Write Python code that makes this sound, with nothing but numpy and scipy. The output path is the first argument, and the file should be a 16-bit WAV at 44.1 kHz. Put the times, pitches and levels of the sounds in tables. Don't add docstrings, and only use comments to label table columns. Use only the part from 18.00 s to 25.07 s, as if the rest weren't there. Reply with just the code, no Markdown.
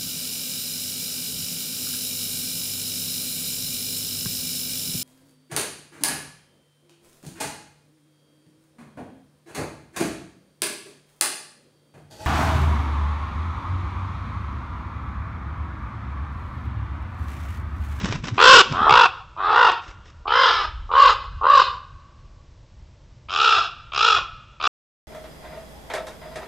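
import sys
import numpy as np
from scipy import signal
from scipy.fft import rfft, irfft, next_fast_len
from scipy.io import wavfile
from scipy.ndimage import uniform_filter1d, map_coordinates

SR = 44100
rng = np.random.default_rng(int(sys.argv[2]) if len(sys.argv) > 2 else 0)


def bounce(signal):
    frames = np.transpose(np.atleast_2d(signal))
    limited = np.clip(frames, -1, 1)
    pcm = np.round(limited * 32767).astype(np.int16)
    wavfile.write(sys.argv[1], SR, pcm)


N = 311787

# centre_hz, half_width_hz, relative_level_db
NEAR = [(527, 330, -8), (1130, 91, 2), (1454, 200, -1.5), (2064, 170, -13), (2750, 420, -7),
        (3360, 580, -11), (4760, 990, -17.5), (6800, 1300, -30)]
# centre_hz, half_width_hz, relative_level_db
OPEN = [(505, 400, -15), (1136, 310, 4.5), (1410, 170, -1), (1900, 450, -9.5), (2725, 150, -4),
        (3490, 390, -12), (4780, 570, -21.5), (7400, 1200, -55.5)]
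# centre_hz, half_width_hz, relative_level_db
KEEN = [(480, 95, -15), (1146, 330, -4), (1270, 130, 0.5), (1702, 57, -3), (2070, 130, -12.5),
        (3050, 520, -14), (3800, 300, -17.5), (5070, 400, -20.5)]
# centre_hz, half_width_hz, relative_level_db
HOLLOW = [(590, 146, -20.5), (1150, 77, 0.5), (1310, 357, -14), (2050, 99, -32), (2895, 310, -24),
          (3850, 300, -26.5), (4730, 420, -30.5), (7170, 480, -49)]
# centre_hz, half_width_hz, relative_level_db
NASAL = [(451, 46, -16.5), (760, 340, -12.5), (1305, 124, 5), (1940, 470, -18), (2671, 295, -6.5),
         (3400, 142, -9), (3830, 370, -13.5), (5150, 500, -19), (7020, 420, -33)]
# centre_hz, half_width_hz, relative_level_db
FAR = [(476, 150, -31.5), (890, 430, -19), (1228, 180, -7), (1654, 320, -31), (2630, 81, -24.5),
       (3500, 480, -27.5), (5270, 273, -39.5)]
# frequency_hz, t60_s
TRUNKS = [(400, 0.31), (1100, 0.34), (3000, 0.33), (7500, 0.26)]


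def amp(db):
    return 10 ** (np.asarray(db) / 20)


def unit(x):
    return x / np.sqrt(np.mean(x ** 2) + 1e-20)


def along(points, hz):
    f, v = np.transpose(points)
    return np.interp(np.log(hz + 1), np.log(f + 1), v)


def curve(points, t):
    position, value = np.transpose(points)
    return np.interp(t, position, value)


def wobble(knots_per_s, size):
    knots = rng.standard_normal(4000)
    return map_coordinates(knots, [np.arange(size) * knots_per_s / SR], mode="wrap")


def filtered(x, gain):
    m = next_fast_len(len(x) + 8192)
    hz = np.fft.rfftfreq(m, 1 / SR)
    return irfft(rfft(x, m) * gain(hz), m)[:len(x)]


def cut(x, hz, kind):
    return signal.sosfilt(signal.butter(10, hz, kind, fs=SR, output="sos"), x)


def noise(spectrum):
    return unit(filtered(rng.standard_normal(N), lambda hz: amp(along(spectrum, hz))))


def levelled(x, size=1500):
    smooth = uniform_filter1d(x ** 2, size)
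    power = np.abs(uniform_filter1d(smooth, size // 2))
    return x / np.sqrt(power + power.max() / 1000)


def add(track, start_s, x):
    part = track[max(round(start_s * SR), 0):][:len(x)]
    part += x[:len(part)]


def tail(decay, size, uneven_db=3):
    source = rng.standard_normal(size) * amp(uneven_db * wobble(45, size))
    hz, t, z = signal.stft(source, SR, nperseg=256)
    fade = amp(-60 * t / along(decay, hz)[:, None])
    h = signal.istft(z * fade, SR, nperseg=256)[1]
    return h / np.linalg.norm(h)


def air(lumpy_db=2):
    # centre_s, sigma_s, level_db
    gusts = [(.12, 0.18, -40), (0.863, .08, -37), (1.913, 0.017, -41), (2.245, 0.056, -41),
             (2.753, 0.12, -34), (3.106, 0.063, -37.5), (3.332, 0.055, -29.5), (3.946, 0.014, -38.5)]
    # frequency_hz, relative_level_db
    gust_spectrum = [(12, -24), (30, 0), (55, 0.5), (80, -4.5), (130, -21), (300, -55), (880, -120)]
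    # frequency_hz, relative_level_db
    rumble_spectrum = [(12, -32), (20, -5.5), (59, -2.5), (86, -3.5), (140, -9), (177, -17.5), (206, -19.5),
                       (400, -41.5), (520, -60.5), (880, -120)]
    # frequency_hz, relative_level_db
    hiss_spectrum = [(180, -24), (300, -5), (360, -4.5), (380, -10.5), (586, -4.5), (753, -13.5), (891, -9),
                     (1370, -16), (5390, -20), (8420, -28.5), (10900, -57.5), (18500, -120)]
    rumble_db, hiss_db = -48, -61
    t = np.arange(N) / SR
    swells = sum(amp(db) * np.exp(-((t - s) / sigma_s) ** 2 / 2) for s, sigma_s, db in gusts)
    low = amp(rumble_db) * noise(rumble_spectrum) + swells * noise(gust_spectrum)
    return amp(lumpy_db * wobble(22, N)) * low + amp(hiss_db) * noise(hiss_spectrum)


def wings(grain_db=3, echo_db=-13):
    # centre_s, peak_db, frequency_hz
    beats = [(0.045, -18.5, 168), (0.109, -20.5, 111), (0.156, -23.5, 139), (0.242, -25, 147),
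             (0.288, -36, 94.5), (0.329, -19, 104), (0.719, -19.5, 149), (.815, -21.5, 240),
             (.925, -22.5, 142)]
    # frequency_hz, relative_level_db
    wash_spectrum = [(25, -25), (100, 1.5), (160, -1.5), (260, -3), (380, -15.5), (800, -57.5),
                     (1500, -120)]
    # start_s, length_s, level_db
    swishes = [(0, 0.15, -34.5), (0.245, .04, -35), (0.348, .03, -44.5), (.65, 0.092, -47),
               (0.771, .12, -50), (1.822, 0.089, -49), (2.052, 0.052, -55)]
    # start_s, level_db
    snaps = [(0.046, -26), (0.057, -19), (.125, -21), (.283, -22.5), (.659, -35), (0.724, -22),
             (1.718, -21.5), (1.889, -50)]
    # frequency_hz, relative_level_db
    rustle_spectrum = [(180, -28.5), (300, 0.5), (831, -10), (969, -2), (1470, -4), (3750, -10),
                       (4310, -16), (5390, -11), (8420, -26), (10900, -58), (18500, -120)]
    beat_sigma_cycles, wash_sigma_s, wash_re_beat_db = 0.98, .035, -15.5
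    attack_s, release_s, snap_decay_s = .008, .022, .002
    t = np.arange(N) / SR
    near = np.arange(-SR // 10, SR // 10) / SR
    strokes, wash_level, swish = np.zeros(N), np.zeros(N), np.zeros(N)
    for s, db, hz in beats:
        phase = rng.uniform(0, 2 * np.pi) + .5 * wobble(hz / 2, len(near))
        swing = np.sin(2 * np.pi * hz * near + phase)
        envelope = np.exp(-(near * hz / beat_sigma_cycles) ** 2 / 2)
        strokes += np.interp(t, s + near, amp(db) * swing * envelope, 0, 0)
        wash_level += amp(db + wash_re_beat_db) * np.exp(-((t - s) / wash_sigma_s) ** 2 / 2)
    wash = noise(wash_spectrum) * wash_level
    for s, length_s, db in swishes:
        before_s = np.maximum(s - t, 0)
        after_s = np.maximum(t - s - length_s, 0)
        swish += amp(db) * np.exp(-before_s / attack_s - after_s / release_s)
    swish *= amp(grain_db * wobble(220, N))
    for s, db in snaps:
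        add(swish, s, amp(db) * np.exp(-np.arange(SR // 20) / SR / snap_decay_s))
    rustle = swish * noise(rustle_spectrum)
    echo = amp(echo_db) * signal.fftconvolve(rustle, tail(TRUNKS, size=SR))[:N]
    return strokes + wash + rustle + echo


def syrinx(t, length_s, pitch_hz, period_s, growth, fullness, bend=.13, shut_db=-19):
    arch = [(0, .7), (.15, 0.87), (.38, 0.95), (.56, 1.01), (.72, 0.93), (.87, 0.88), (1, .64)]
    filling = [(0, 0.38), (.2, 0.31), (.45, 0.62), (.68, 0.67), (.86, 0.77)]
    share = t / length_s
    bursts = np.log1p(growth * t / period_s) / growth
    within = bursts % 1
    jitter = .026 * wobble(600, len(t)) + .012 * wobble(90, len(t))
    swing = bend * (np.sin(np.pi * within ** 1.3) - .6)
    pitch = pitch_hz * curve(arch, share) * (1 + swing + jitter)
    cycles = np.cumsum(pitch) / SR
    cycles -= cycles[np.searchsorted(bursts, np.floor(bursts))]
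    pulses = 1. * (np.diff(cycles % 1, prepend=1) < 0)
    opening = fullness * curve(filling, share)
    voiced = 1 / (1 + np.exp(np.clip((within - opening) / .06, -30, 30)))
    swell = 1 + .5 * np.sin(np.pi * np.minimum(within / opening, 1))
    puffs = unit(rng.standard_normal(len(t)) * np.exp(-3 * (cycles % 1)))
    hiss = filtered(puffs, lambda hz: np.interp(hz, [1200, 4000], [.3, 1]))
    strength = amp(1.3 * wobble(300, len(t))) * (voiced * swell + amp(shut_db))
    end_fade = np.clip((length_s - t) / 0.0061, 0, 1)
    return (unit(pulses) + hiss) * strength * end_fade


def resonate(x, modes, size=4096):
    f = np.fft.rfftfreq(size, 1 / SR)
    power = sum(amp(db) ** 2 / (1 + ((f - hz) / width) ** 2) ** 2 for hz, width, db in modes)
    bass_cut = (f + 1) ** 4 / (f ** 4 + 350 ** 4)
    cep = irfft(np.log(power * bass_cut) / 2)
    cep[1:size // 2] *= 2
    cep[size // 2 + 1:] = 0
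    return signal.fftconvolve(x, irfft(np.exp(rfft(cep))))[:len(x)]


def beak(source, throat, shut_ratio, t, length_s, count=4):
    open_s, close_s = 0.027, 0.006
    opening = (1 - np.exp(-t / open_s)) * (1 - np.exp(np.minimum(t - length_s, 0) / close_s))
    voice = np.zeros(len(t))
    for k, ratio in enumerate(np.linspace(shut_ratio, 1, count)):
        weight = np.clip(1 - np.abs(opening * (count - 1) - k), 0, 1)
        voice += weight * resonate(source, [(hz * ratio, width, db) for hz, width, db in throat])
    return voice


def effort(share, swell_db):
    crest_share, swell_curve, sag_db = 0.63, 2.46, 5.5
    rising = np.clip(1 - share / crest_share, 0, 1)
    falling = np.clip((share - crest_share) / (1 - crest_share), 0, 1)
    return -swell_db * rising ** swell_curve - sag_db * falling ** 2


def scattered(x, db, spread_s, drift_rad_per_s=14, size=2200):
    t = np.arange(size) / SR
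    paths = rng.standard_normal((2, size)) * np.sqrt(t) * np.exp(-t / spread_s)
    a, b = [signal.fftconvolve(x, h / np.linalg.norm(h))[:len(x)] for h in paths]
    turn = drift_rad_per_s * np.arange(len(x)) / SR
    return x + amp(db) * (np.cos(turn) * a + np.sin(turn) * b)


def lead_in(body, rasp, t, lead_s):
    dull_hz, soft_db, fade_s = 1380, -4.5, 0.0014
    clear_leads = 3.6
    caught = np.clip(1 + (t - lead_s) / fade_s, 0, 1)
    clear = np.clip(t / (clear_leads * lead_s), 0, 1) ** 2
    dull = filtered(body, lambda hz: 1 / (1 + (hz / dull_hz) ** 14))
    body = clear * body + (1 - clear) * dull
    return body * amp(soft_db * (1 - caught)), rasp * caught


def ravens(split_hz=2150, narrow_hz=4200, deep_db=-19, treble_echo_db=3, size=17000):
    # start_s, length_s, pitch_hz (before arch and swing), first_burst_period_s,
    # period_growth_s_per_s, voice, level_db, swell_db, treble_db, brightening_over_caw_db, echo_db
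    caws = [(0.379, 0.24, 521.4, .0097, .08, "near", -5, 12.5, -4.5, 4.5, -20.5),
            (.724, .25, 434.7, .0103, .022, "far", -17, 13, -18, -5, -9.5),
            (0.867, .2, 506.2, .0123, .053, "open", -10, 0, -8.5, 5, -15.5),
            (1.365, .24, 429.6, 0.0089, 0.027, "far", -19, 14.5, -16.5, 9, -10),
            (1.476, 0.23, 494.2, 0.012, 0.043, "open", -12.5, 14.5, -14, 12.5, -9.5),
            (2.255, 0.26, 524, .011, 0.064, "keen", -15.5, 10, -9, 6.5, -5),
            (2.402, .26, 439.8, 0.0091, 0.033, "keen", -23.5, 17.5, -5, -8.5, -8.5),
            (2.892, 0.22, 558.3, 0.0099, 0.062, "hollow", -11, 16.5, -15, 11.5, -6),
            (3.411, .217, 568.5, .009, .078, "hollow", -10, 11, -19, 20.5, -10),
            (5.286, .32, 454, 0.0094, 0.036, "nasal", -17, 20.5, -4, -6, -6.5),
            (5.92, 0.27, 453.4, 0.013, 0.039, "nasal", -16, 20.5, -3.5, -6, -8.5),
            (6.6, 0.31, 466, 0.012, .05, "nasal", -11, 22.5, -7.5, -7.5, 0)]
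    voices = {"near": (NEAR, 0.0016, .29, -7, .82, 1.4, -30), "far": (FAR, 0.0087, 1.6, 5.5, .9, 1.13, -30),
              "open": (OPEN, 0.028, 0.11, -8, 0.87, 1.0, -31),
              "keen": (KEEN, 0.02, 0.67, 1, .8, 1.15, -26.5),
              "hollow": (HOLLOW, 0.024, 0.86, 5, 0.93, 1, -25),
              "nasal": (NASAL, 0.0011, .08, -9, .89, 1, -33.5)}
    # frequency_hz, t60_s
    deep_wood = [(400, 0.31), (1150, 1.6), (3500, 1.3), (7500, 0.62)]
    echo_delay_s, far_stand_delay_s = .02, .14
    out, t = np.zeros(N), np.arange(size) / SR
    for (s, length_s, pitch_hz, period_s, growth, name,
         level_db, swell_db, treble_db, brighten_db, echo_db) in caws:
        throat, lead_s, gape_share, blur_db, shut_ratio, fullness, late_db = voices[name]
        share = np.minimum(t / length_s, 1)
        source = syrinx(t, length_s, pitch_hz, period_s, growth, fullness)
        voice = beak(source, throat, shut_ratio, t, length_s)
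        low, high = cut(voice, split_hz, "lowpass"), cut(voice, split_hz, "highpass")
        gape = np.clip(0.1 + t / (gape_share * length_s), 0, 1)
        narrow = filtered(high, lambda hz: 1 / (1 + (hz / narrow_hz) ** 10))
        high = gape * high + (1 - gape) * narrow
        release = np.exp(-np.maximum(t - length_s, 0) / 0.0096)
        loudness = amp(level_db + effort(share, swell_db)) * release
        brightness = amp(treble_db + brighten_db * (share - .5))
        body = loudness * levelled(scattered(low, db=-19, spread_s=.007))
        rasp = loudness * brightness * levelled(scattered(high, db=blur_db, spread_s=0.0052))
        body, rasp = lead_in(body, rasp, t, lead_s)
        call = body + rasp
        echo = tail(TRUNKS, size=2 * SR) + amp(deep_db) * tail(deep_wood, size=2 * SR)
        late_echo = signal.fftconvolve(call, tail(TRUNKS, size=SR))
        wood_echo = signal.fftconvolve(body + amp(treble_echo_db) * rasp, echo)
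        add(out, s, call)
        add(out, s + far_stand_delay_s, amp(late_db) * late_echo)
        add(out, s + echo_delay_s, amp(echo_db) * wood_echo)
    return out


def scene():
    return np.tile(air() + wings() + ravens(), (2, 1))


def record(dry):
    ceiling, stop_s, top_hz = .79, 6.676, 8000
    clipped = dry / (1 + np.abs(dry / ceiling) ** 6) ** (1 / 6)
    running = np.arange(N) / SR < stop_s
    return np.array([filtered(x * running, lambda hz: 1 / np.hypot(1, (hz / top_hz) ** 45))
                     for x in clipped])


dry = scene()
out = record(dry)
bounce(out)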